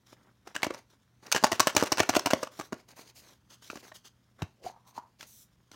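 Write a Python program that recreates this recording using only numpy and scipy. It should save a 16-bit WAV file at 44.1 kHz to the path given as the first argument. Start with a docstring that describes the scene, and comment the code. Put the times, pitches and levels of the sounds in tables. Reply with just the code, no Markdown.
"""Close by in a small, faintly humming room, fingers stroke a big plastic egg with a wooden toy car inside.
Hands shake it: the car lands on the hollow shell corner by corner, making it ring, and skids along it.
From about 2.7 s there is mostly the rub of skin on plastic, with a few soft knocks.
At 4.4 s the seam gives with a thump, then the halves part with a hollow rising pop.
Last, the car shifts as one half is taken away."""
import sys
import numpy as np
from scipy import signal
from scipy.fft import rfft, irfft
from scipy.io import wavfile

SR = 44100
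rng = np.random.default_rng(int(sys.argv[2]) if len(sys.argv) > 2 else 0)


def store_wav(level_fs):
    """Save 16-bit WAV to argv[1]."""
    pcm = np.round(np.clip(np.atleast_2d(level_fs), -1, 1) * 32767)
    wavfile.write(sys.argv[1], SR, pcm.T.astype(np.int16))


N = 253575
TIME = np.arange(N) / SR
BLOW_TIME = TIME[:4096]   # the seconds within one short knock


def from_db(db):
    """Turn decibels into a number to multiply a sound by."""
    return 10 ** (np.asarray(db) / 20)


def rms_one(x):
    """Scale a sound so that its average strength (rms) is 1."""
    return x / np.sqrt(np.mean(x ** 2) + 1e-20)


def dying(t, t60):
    """A fade that loses 60 dB in t60 seconds, the fade time."""
    return np.exp(-np.log(1000) * t / t60)


def add(track, s, sound):
    """Mix a sound into the track, starting at s seconds."""
    at = int(np.clip(s * SR, 0, N - 1))
    track[at:at + len(sound)] += sound[:N - at]


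def colour_filter(points):
    """A click with the given colour: (f/Hz, level/dB) points that say how strong each pitch is."""
    hz, db = np.transpose(points)
    size = len(BLOW_TIME)
    grid = np.maximum(np.fft.rfftfreq(size, 1 / SR), 1)
    skirts = np.minimum(grid / hz[0], 1) ** 2 * np.minimum(hz[-1] / grid, 1) ** 2
    gain = from_db(np.interp(np.log(grid), np.log(hz), db)) * skirts
    # pack the energy at the very start of the click (minimum phase)
    cepstrum = irfft(np.log(gain + 1e-4))
    return irfft(np.exp(rfft(2 * cepstrum[:size // 2], size)))


def coloured(x, points):
    """Give a sound a colour and an average strength of 1."""
    return rms_one(signal.fftconvolve(x, colour_filter(points))[:N])


def drift(per_s):
    """A wandering line that heads for a new random value per_s times a second."""
    return np.interp(TIME * per_s, np.arange(4000), rng.standard_normal(4000))


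def swell(events, attack_s, release_s):
    """A loudness curve that rises, holds and fades for each (t/s, length/s, level/dB) event."""
    power = np.zeros(N)
    for s, length, db in events:
        t = np.arange(-6 * attack_s, length + 6 * release_s, 1 / SR)
        shape = np.exp(np.minimum(t, 0) / attack_s - np.maximum(t - length, 0) / release_s)
        add(power, s + t[0], (from_db(db) * shape) ** 2)
    return np.sqrt(power)


def unit_blows(blows):
    """Scale each blow so that its energy, spread over 5 ms, is 0 dB."""
    return blows / np.sqrt(np.sum(blows ** 2, axis=-1, keepdims=True) / (.005 * SR))


# colour of the quiet room: f/Hz, level/dB
ROOM_TONE = [(30, -12), (60, 1.5), (130, -2.5), (210, -1), (330, -13.5), (600, -22), (1500, -23.5),
             (4000, -28), (6500, -33.5), (16000, -36)]

def room_tone(noise_db=-69.5, hum_db=-72.5, hum_hz=120):
    """The room's low, steady rush, with a faint hum from the mains."""
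    hum = from_db(hum_db) * rms_one(np.sin(2 * np.pi * hum_hz * TIME))
    return from_db(noise_db) * coloured(rng.standard_normal(N), ROOM_TONE) + hum


# colours of dull rubbing, of fingertips and of the palm on plastic: f/Hz, level/dB
RUB = [(100, -11.5), (280, 0.5), (650, 1), (1000, 4), (1700, -5), (2500, -11.5), (5000, -31.5)]
FINGERTIP_HISS = [(1000, -17), (2300, -4), (3200, 1.5), (4000, 0.5), (4900, 0), (6300, 1.5), (7600, -7.5),
                  (10500, -10.5), (16000, -14)]
PALM_HISS = [(1800, -22.5), (3300, -6), (4500, -9), (6000, 1.5), (8000, -3.5), (10500, -4.5), (13000, -2.5),
             (16000, -5.5)]
# skin slides over the egg: t/s, length/s, rub level/dB, hiss level/dB, palm's share of the hiss (0-1)
STROKES = [(0.071, 0.065, -67.5, -65, 0), (0.168, 0.13, -66.5, -80, 0.3), (0.464, 0.051, -60, -68, 0),
           (0.563, 0.23, -56, -62.5, 0), (0.902, 0.035, -69, -71, 0), (1.231, 0.073, -54.5, -62.5, 0),
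           (1.324, 1.13, -52, -57, 0), (2.518, 0.15, -60.5, -58, 0.12), (2.723, 0.078, -59, -67, 0),
           (2.888, 0.028, -56.5, -59, 0.1), (2.968, 0.047, -55, -56, 0.35), (3.029, 0.073, -63.5, -62.5, 0),
           (3.159, 0.042, -64.5, -54.5, 0.32), (3.225, 0.11, -62, -61.5, 0.1),
           (3.504, 0.038, -59.5, -55, 0), (3.624, 0.18, -63, -56.5, 0.06), (3.83, 0.055, -56.5, -56.5, 0.1),
           (3.948, 0.014, -62.5, -51, 0.18), (4.05, 0.011, -60.5, -54, 0.02),
           (4.392, 0.056, -54.5, -69, 0.06), (4.64, 0.047, -54.5, -53, 0), (4.874, 0.021, -71, -61, 0.4),
           (4.952, 0.038, -65, -61, 0.02), (5.198, 0.053, -63.5, -59, 0.11), (5.271, 0.16, -76.5, -58.0, 1),
           (5.727, 0.04, -58, -59.5, 0)]

def fingers(rub_rough_db=4, hiss_rough_db=2, catch_db=3):
    """Fingertips stick and slip in tiny grains; the flat palm glides with a finer, brighter hiss."""
    s, length, rub_db, hiss_db, palm_share = np.transpose(STROKES)
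    palm_share = np.clip(palm_share, 1e-6, 1 - 1e-6)
    tips_db = hiss_db + 10 * np.log10(1 - palm_share)
    palm_db = hiss_db + 10 * np.log10(palm_share)
    rub_gain, tips_gain, palm_gain = (swell(zip(s, length, db), attack_s=.0055, release_s=.016)
                                      for db in (rub_db, tips_db, palm_db))
    # the hands never lie quite still, so a little rub and hiss is always there
    rub_gain = np.hypot(rub_gain, from_db(-78.5))
    tips_gain = np.hypot(tips_gain, from_db(-81))
    rub = coloured(rng.standard_normal(N) * from_db(rub_rough_db * drift(280)), RUB)
    grains = rng.standard_normal(N) * from_db(hiss_rough_db * drift(700) + catch_db * drift(90))
    tips = coloured(grains, FINGERTIP_HISS)
    palm = coloured(rng.standard_normal(N), PALM_HISS)
    skin = rub_gain * rub + tips_gain * tips + palm_gain * palm
    # a bounce off the cupped hand, whose path keeps changing, shifts the colour
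    bounce_s = .0005 * from_db(1.5 * drift(5))
    return skin + .4 * np.interp(TIME - bounce_s, TIME, skin)


def damped_tones(tones, scatter_db, soft_hz, detune=.08):
    """One short ring per knock; the spot hit and the hand's grip change each tone's level and pitch."""
    ring = 0
    for hz, db, t60 in tones:
        chance = rng.standard_normal((len(KNOCKS), 2))
        pitch = hz * (1 + detune * chance[:, :1])
        gain = from_db(db + scatter_db * chance[:, 1:])
        ring = ring + gain * np.sin(2 * np.pi * pitch * BLOW_TIME) * dying(BLOW_TIME, t60)
    # a small body sounds by changing speed; the time the contact takes rounds the edge
    soften = signal.butter(2, [58, soft_hz], "band", fs=SR, output="sos")
    return signal.sosfilt(soften, np.diff(ring, prepend=0))


def cracks(points, t60, snap, scatter_db=2.5):
    """One crack per knock: a sharp edge, then a blur of shell tones, coloured anew by each spot hit."""
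    bursts = rng.standard_normal((len(KNOCKS), len(BLOW_TIME))) * dying(BLOW_TIME, t60)
    bursts[:, 0] += snap
    hz, db = np.transpose(points)
    colours = db + scatter_db * rng.standard_normal((len(KNOCKS), len(hz)))
    return np.array([signal.fftconvolve(burst, colour_filter(np.c_[hz, colour]))[:len(BLOW_TIME)]
                     for burst, colour in zip(bursts, colours)])


# tones of the whole egg, muffled by the palm, and of the air inside: f/Hz, level/dB, fade time/s
EGG_TONES = [(112, -11, 0.07), (216, -6.5, 0.0083), (281.3, 2, 0.026), (367, 4, 0.0085)]
AIR_TONES = [(608, 4.5, 0.039), (680, 2, 0.011), (888, 4, 0.014), (1116, -5.5, 0.037)]
# colours of the shell's clack and of the hard tick: f/Hz, level/dB
CLACK = [(800, -2), (1250, -2), (1500, 1), (1900, -3.5), (2400, -4.5), (2850, -2.5), (3400, -10),
         (4000, -13.5), (5200, -22.5)]
TICK = [(2800, -23.5), (4000, -4), (4800, 0.5), (5900, 2), (7000, -3.5), (8300, -7), (10500, -14.5),
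        (13200, -14), (16000, -17.5)]

def corner_hits():
    """One corner of the car hits the shell: a thud, hollow knock, clack and tick for every knock."""
    thud = damped_tones(EGG_TONES, scatter_db=3, soft_hz=800)
    hollow = damped_tones(AIR_TONES, scatter_db=3.5, soft_hz=1900)
    clack = cracks(CLACK, t60=.02, snap=3)
    tick = cracks(TICK, t60=.017, snap=2)
    return unit_blows(np.array([thud, hollow, clack, tick]))


def landing(first, second, graze_db=-5.5):
    """One corner grazes the shell and the other follows with the car's weight."""
    lags = [int(delay * SR) for _, delay, *_ in KNOCKS]
    late = np.array([np.pad(blow, (lag, 0))[:len(BLOW_TIME)] for blow, lag in zip(second, lags)])
    return unit_blows(from_db(graze_db) * first + late)


# middle pitches of the thud, hollow knock, clack and tick: f/Hz
PART_HZ = [250, 750, 2100, 6500]
# the car lands on the shell: t/s, wait for the second corner/s,
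# thud level/dB, hollow knock level/dB, clack level/dB, tick level/dB, ring of the spot hit f/Hz
KNOCKS = [(0.126,0.0031,-51.5,-55,-55.5,-62,548), (0.472,0.0029,-45,-47,-50,-51.5,790),
          (0.5536,0.0096,-42,-38,-30,-36.5,1620), (0.6304,0.0011,-34.5,-33.5,-23,-32.5,2250),
          (0.644,0.0014,-41,-35.5,-42,-39.5,1000), (0.6659,0.0014,-27.5,-36.5,-40,-44,590),
          (0.7044,0.0028,-33.5,-33,-39,-50,498), (0.739,0.0069,-50.5,-41.5,-42.5,-44.5,1320),
          (1.264,0.0035,-53.5,-54.5,-49,-48,5800), (1.317,0.0071,-53.5,-34.5,-21.5,-20.5,6330),
          (1.3471,0.0012,-34.5,-26,-28,-33,3040), (1.357,0.0057,-29,-25.5,-24.5,-27.5,1660),
          (1.427,0.001,-38,-41.5,-50,-45,615), (1.438,0.0046,-20,-13,-21.5,-18,883),
          (1.5173,0.0028,-26.5,-24.5,-29,-28.5,1960), (1.528,0.00097,-32.5,-29,-31.5,-33.5,1900),
          (1.5965,0.0053,-27,-21.5,-17.5,-17.5,1106), (1.6046,0,-30,-24,-29.5,-22,6020),
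          (1.6711,0.00035,-25.5,-20.5,-23.5,-22.5,1070), (1.7505,0,-31,-34.5,-45.5,-37.5,5500),
          (1.7647,0.0021,-19.5,-16,-19,-17,5950), (1.8253,0.0004,-20.5,-22.5,-30.5,-30.5,630),
          (1.836,0.00024,-32.5,-27,-39,-34.5,620), (1.9193,0.0026,-23,-20.5,-28,-23,5550),
          (1.973,0.009,-39,-29.5,-26.5,-32.5,1430), (2.0014,0.0018,-17,-17.5,-19,-23,657),
          (2.032,0,-48.5,-42.5,-32,-37.5,1410), (2.091,0.0035,-22.5,-24,-24,-23,764),
          (2.13,0.0078,-48,-34.5,-32.5,-44,1700), (2.1642,0.003,-18,-18,-23.5,-24.5,618),
          (2.192,0.0029,-49.5,-44.5,-33,-33,5250), (2.259,0.0015,-25.5,-27,-24.5,-26,960),
          (2.268,0.003,-30.5,-26,-32,-36.5,950), (2.305,0.004,-42.5,-31.5,-26,-31.5,1620),
          (2.334,0.0001,-18,-18.5,-22.5,-28,652), (2.4295,0.0018,-36,-28.5,-40.5,-36,610),
          (2.4694,0.0033,-52,-43,-46.5,-54,1170), (2.592,0.0061,-33,-34.5,-42,-41,1140),
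          (2.609,0.0026,-49,-41,-44,-47,1230), (2.724,0.0051,-28,-32,-46,-44.5,1425),
          (3.701,0.000015,-42,-45,-36,-69,2570), (3.73,0.0021,-42.5,-47.5,-67,-70,604),
          (3.756,0.0012,-41,-44.5,-52,-50,1600), (3.77,0.0032,-45,-49,-46,-54,6260),
          (3.917,0.0028,-58,-47.5,-51,-74,1790), (4.42,0.0014,-32,-36.5,-36,-44.5,3780),
          (4.979,0.0035,-46.5,-52,-60,-54,930), (5.208,0.0015,-68,-64,-46.5,-48.5,3310),
          (5.228,0.0008,-59,-53.5,-48,-51,1360), (5.715,0.0011,-54,-70,-55.5,-53,4100)]

def knocks(ring_db=-2):
    """Each knock is a landing on two corners, and the spot hit rings at a pitch of its own."""
    landings = [landing(first, second) for first, second in zip(corner_hits(), corner_hits())]
    track = np.zeros(N)
    for (s, delay, *levels, hz), parts in zip(KNOCKS, np.stack(landings, axis=1)):
        add(track, s, from_db(levels) @ parts)   # the four parts, each at its own level
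        t60 = .027 * (1000 / hz) ** .4   # higher rings die sooner
        ring = unit_blows(np.sin(2 * np.pi * hz * BLOW_TIME) * dying(BLOW_TIME, t60))
        db_at_pitch = np.interp(np.log(hz), np.log(PART_HZ), levels)
        add(track, s + delay, from_db(db_at_pitch + ring_db) * ring)
    return track


def chatter(blows, per_s=380, settle_s=.0058, level_db=-16):
    """After each blow the car skitters over the shell in tiny uneven touches that soon settle."""
    treble = signal.sosfilt(signal.butter(2, 1200, "high", fs=SR, output="sos"), blows)
    keep = np.exp(-1 / (settle_s * SR))
    unrest = np.sqrt(signal.lfilter([1 - keep], [1, -keep], treble ** 2 + 1e-18))
    touches = (rng.random(N) < per_s / SR) * rng.standard_normal(N)
    return from_db(level_db) * unrest * (coloured(touches, CLACK) + coloured(touches, TICK))


# pitches at which the thin shell rings: f/Hz
SHELL_HZ = [615, 973, 1422, 1711, 2252, 2842, 2968, 3517, 3922, 4590, 5480, 6020, 6500, 7182, 8171, 9119,
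            9515, 12543, 13027]

def shell_ring(blows, level_db=-7.5, db_per_octave=3.5, t60=.085):
    """The shell's own tones take up each blow and ring on, the higher ones a little more strongly."""
    t = TIME[:SR // 4]
    gains = from_db(level_db + db_per_octave * np.log2(SHELL_HZ / np.median(SHELL_HZ)))
    tones = sum(gain * np.cos(2 * np.pi * hz * t) for gain, hz in zip(gains, SHELL_HZ))
    fade = dying(t, t60)
    return signal.fftconvolve(blows, 2 * tones * fade / fade.sum())[:N]


# the car slides along the shell: t/s, length/s, level/dB
SKIDS = [(0.547,0.0099,-43), (0.621,0.0066,-45), (0.636,0.018,-37), (1.366,0.017,-34.5), (1.455,0.02,-38.5),
         (1.535,0.028,-44), (1.612,0.02,-41.5), (1.677,0.0038,-27.5), (1.692,0.016,-38),
         (1.778,0.039,-32.5), (1.858,0.02,-37.5), (1.926,0.007,-27), (1.986,0.016,-27),
         (2.099,0.0071,-33.5), (2.149,0.017,-29), (2.273,0.006,-36), (2.317,0.014,-38),
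         (2.435,0.0043,-38.5)]

def skids(touches_per_s=800):
    """Wheels and edges scrape along the shell in a dense run of tiny touches."""
    touches = (rng.random(N) < touches_per_s / SR) * rng.choice([-1, 1], N) * rng.uniform(.3, 1, N)
    scrape = sum(from_db(db) * coloured(touches, colour)
                 for db, colour in [(-6, RUB), (-2.5, CLACK), (-6.5, TICK)])
    return swell(SKIDS, attack_s=.00095, release_s=.0028) * scrape


# the seam gives way: t/s, level/dB, f/Hz, fade time/s, swell time/s
POPS = [(4.4202, -18, 160, 0.051, 0.004), (4.426, -23.5, 94.4, 0.064, 0.0037),
        (4.6635, -18.5, 727, 0.034, 0.0027), (4.9782, -20.5, 915, 0.018, 0.00083),
        (4.988, -34, 974, 0.031, 0.00054)]

def seam_pops():
    """The seam lets go with a low thump, then soft higher pops, each made of quickly fading tones."""
    track = np.zeros(N)
    for s, db, hz, t60, swell_s in POPS:
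        shape = dying(BLOW_TIME, t60) * (1 - np.exp(-BLOW_TIME / swell_s))
        add(track, s, from_db(db) * np.sin(2 * np.pi * hz * BLOW_TIME) * shape)
    return track


# the rims catch on each other and on the car: t/s, level/dB
CATCHES = [(4.656, -41.5), (4.70, -57), (4.765, -56), (4.881, -56.5), (4.985, -45), (5.045, -62)]

def parting_rims(parting_s=4.645, shut_hz=520, open_hz=986, rise_s=.055, slips_per_s=450, air_t60=.011):
    """The rims catch in tiny slips and sound the air inside, whose pitch rises as the gap widens."""
    hz = open_hz + (shut_hz - open_hz) * np.exp(-np.maximum(TIME - parting_s, 0) / rise_s)
    phase = 2 * np.pi * np.cumsum(hz) / SR
    slips = (rng.random((2, N)) < slips_per_s / SR) * rng.standard_normal((2, N))
    puff = dying(BLOW_TIME, air_t60) - dying(BLOW_TIME, air_t60 / 4)
    puffs = signal.fftconvolve(slips, puff[None], axes=1)[:, :N]
    air = rms_one(puffs[0] * np.cos(phase) + puffs[1] * np.sin(phase))
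    return air * swell([(s, 0, db) for s, db in CATCHES], attack_s=.016, release_s=.028)


def room_echo(x, level_db=-15, t60=.24, build_s=.0073):
    """Echoes from the walls build up quickly and die away, with little bass and softened treble."""
    t = TIME[:SR // 2]
    tail = rng.standard_normal(len(t)) * dying(t, t60) * (1 - np.exp(-(t / build_s) ** 2))
    walls = signal.butter(2, [220, 7500], "band", fs=SR, output="sos")
    echo = signal.sosfilt(walls, tail / np.linalg.norm(tail))
    return from_db(level_db) * signal.fftconvolve(x, echo)[:N]


def scene():
    """Car, fingers and seam sound through the egg, over a quiet room."""
    blows = knocks()
    car = blows + chatter(blows) + skids()
    egg = car + shell_ring(car) + fingers() + seam_pops() + parting_rims()
    return (room_tone() + egg + room_echo(egg))[None]


def record(dry, low_cut_hz=48, ceiling=.6, high_cut_hz=16200):
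    """The microphone drops the deep bass, the loudest peaks are rounded, the highest treble is cut."""
    heard = signal.sosfilt(signal.butter(3, low_cut_hz, "high", fs=SR, output="sos"), dry)
    rounded = ceiling * np.tanh(heard / ceiling)
    return signal.sosfilt(signal.ellip(10, .1, 80, high_cut_hz, fs=SR, output="sos"), rounded)


dry = scene()
out = record(dry)
store_wav(out)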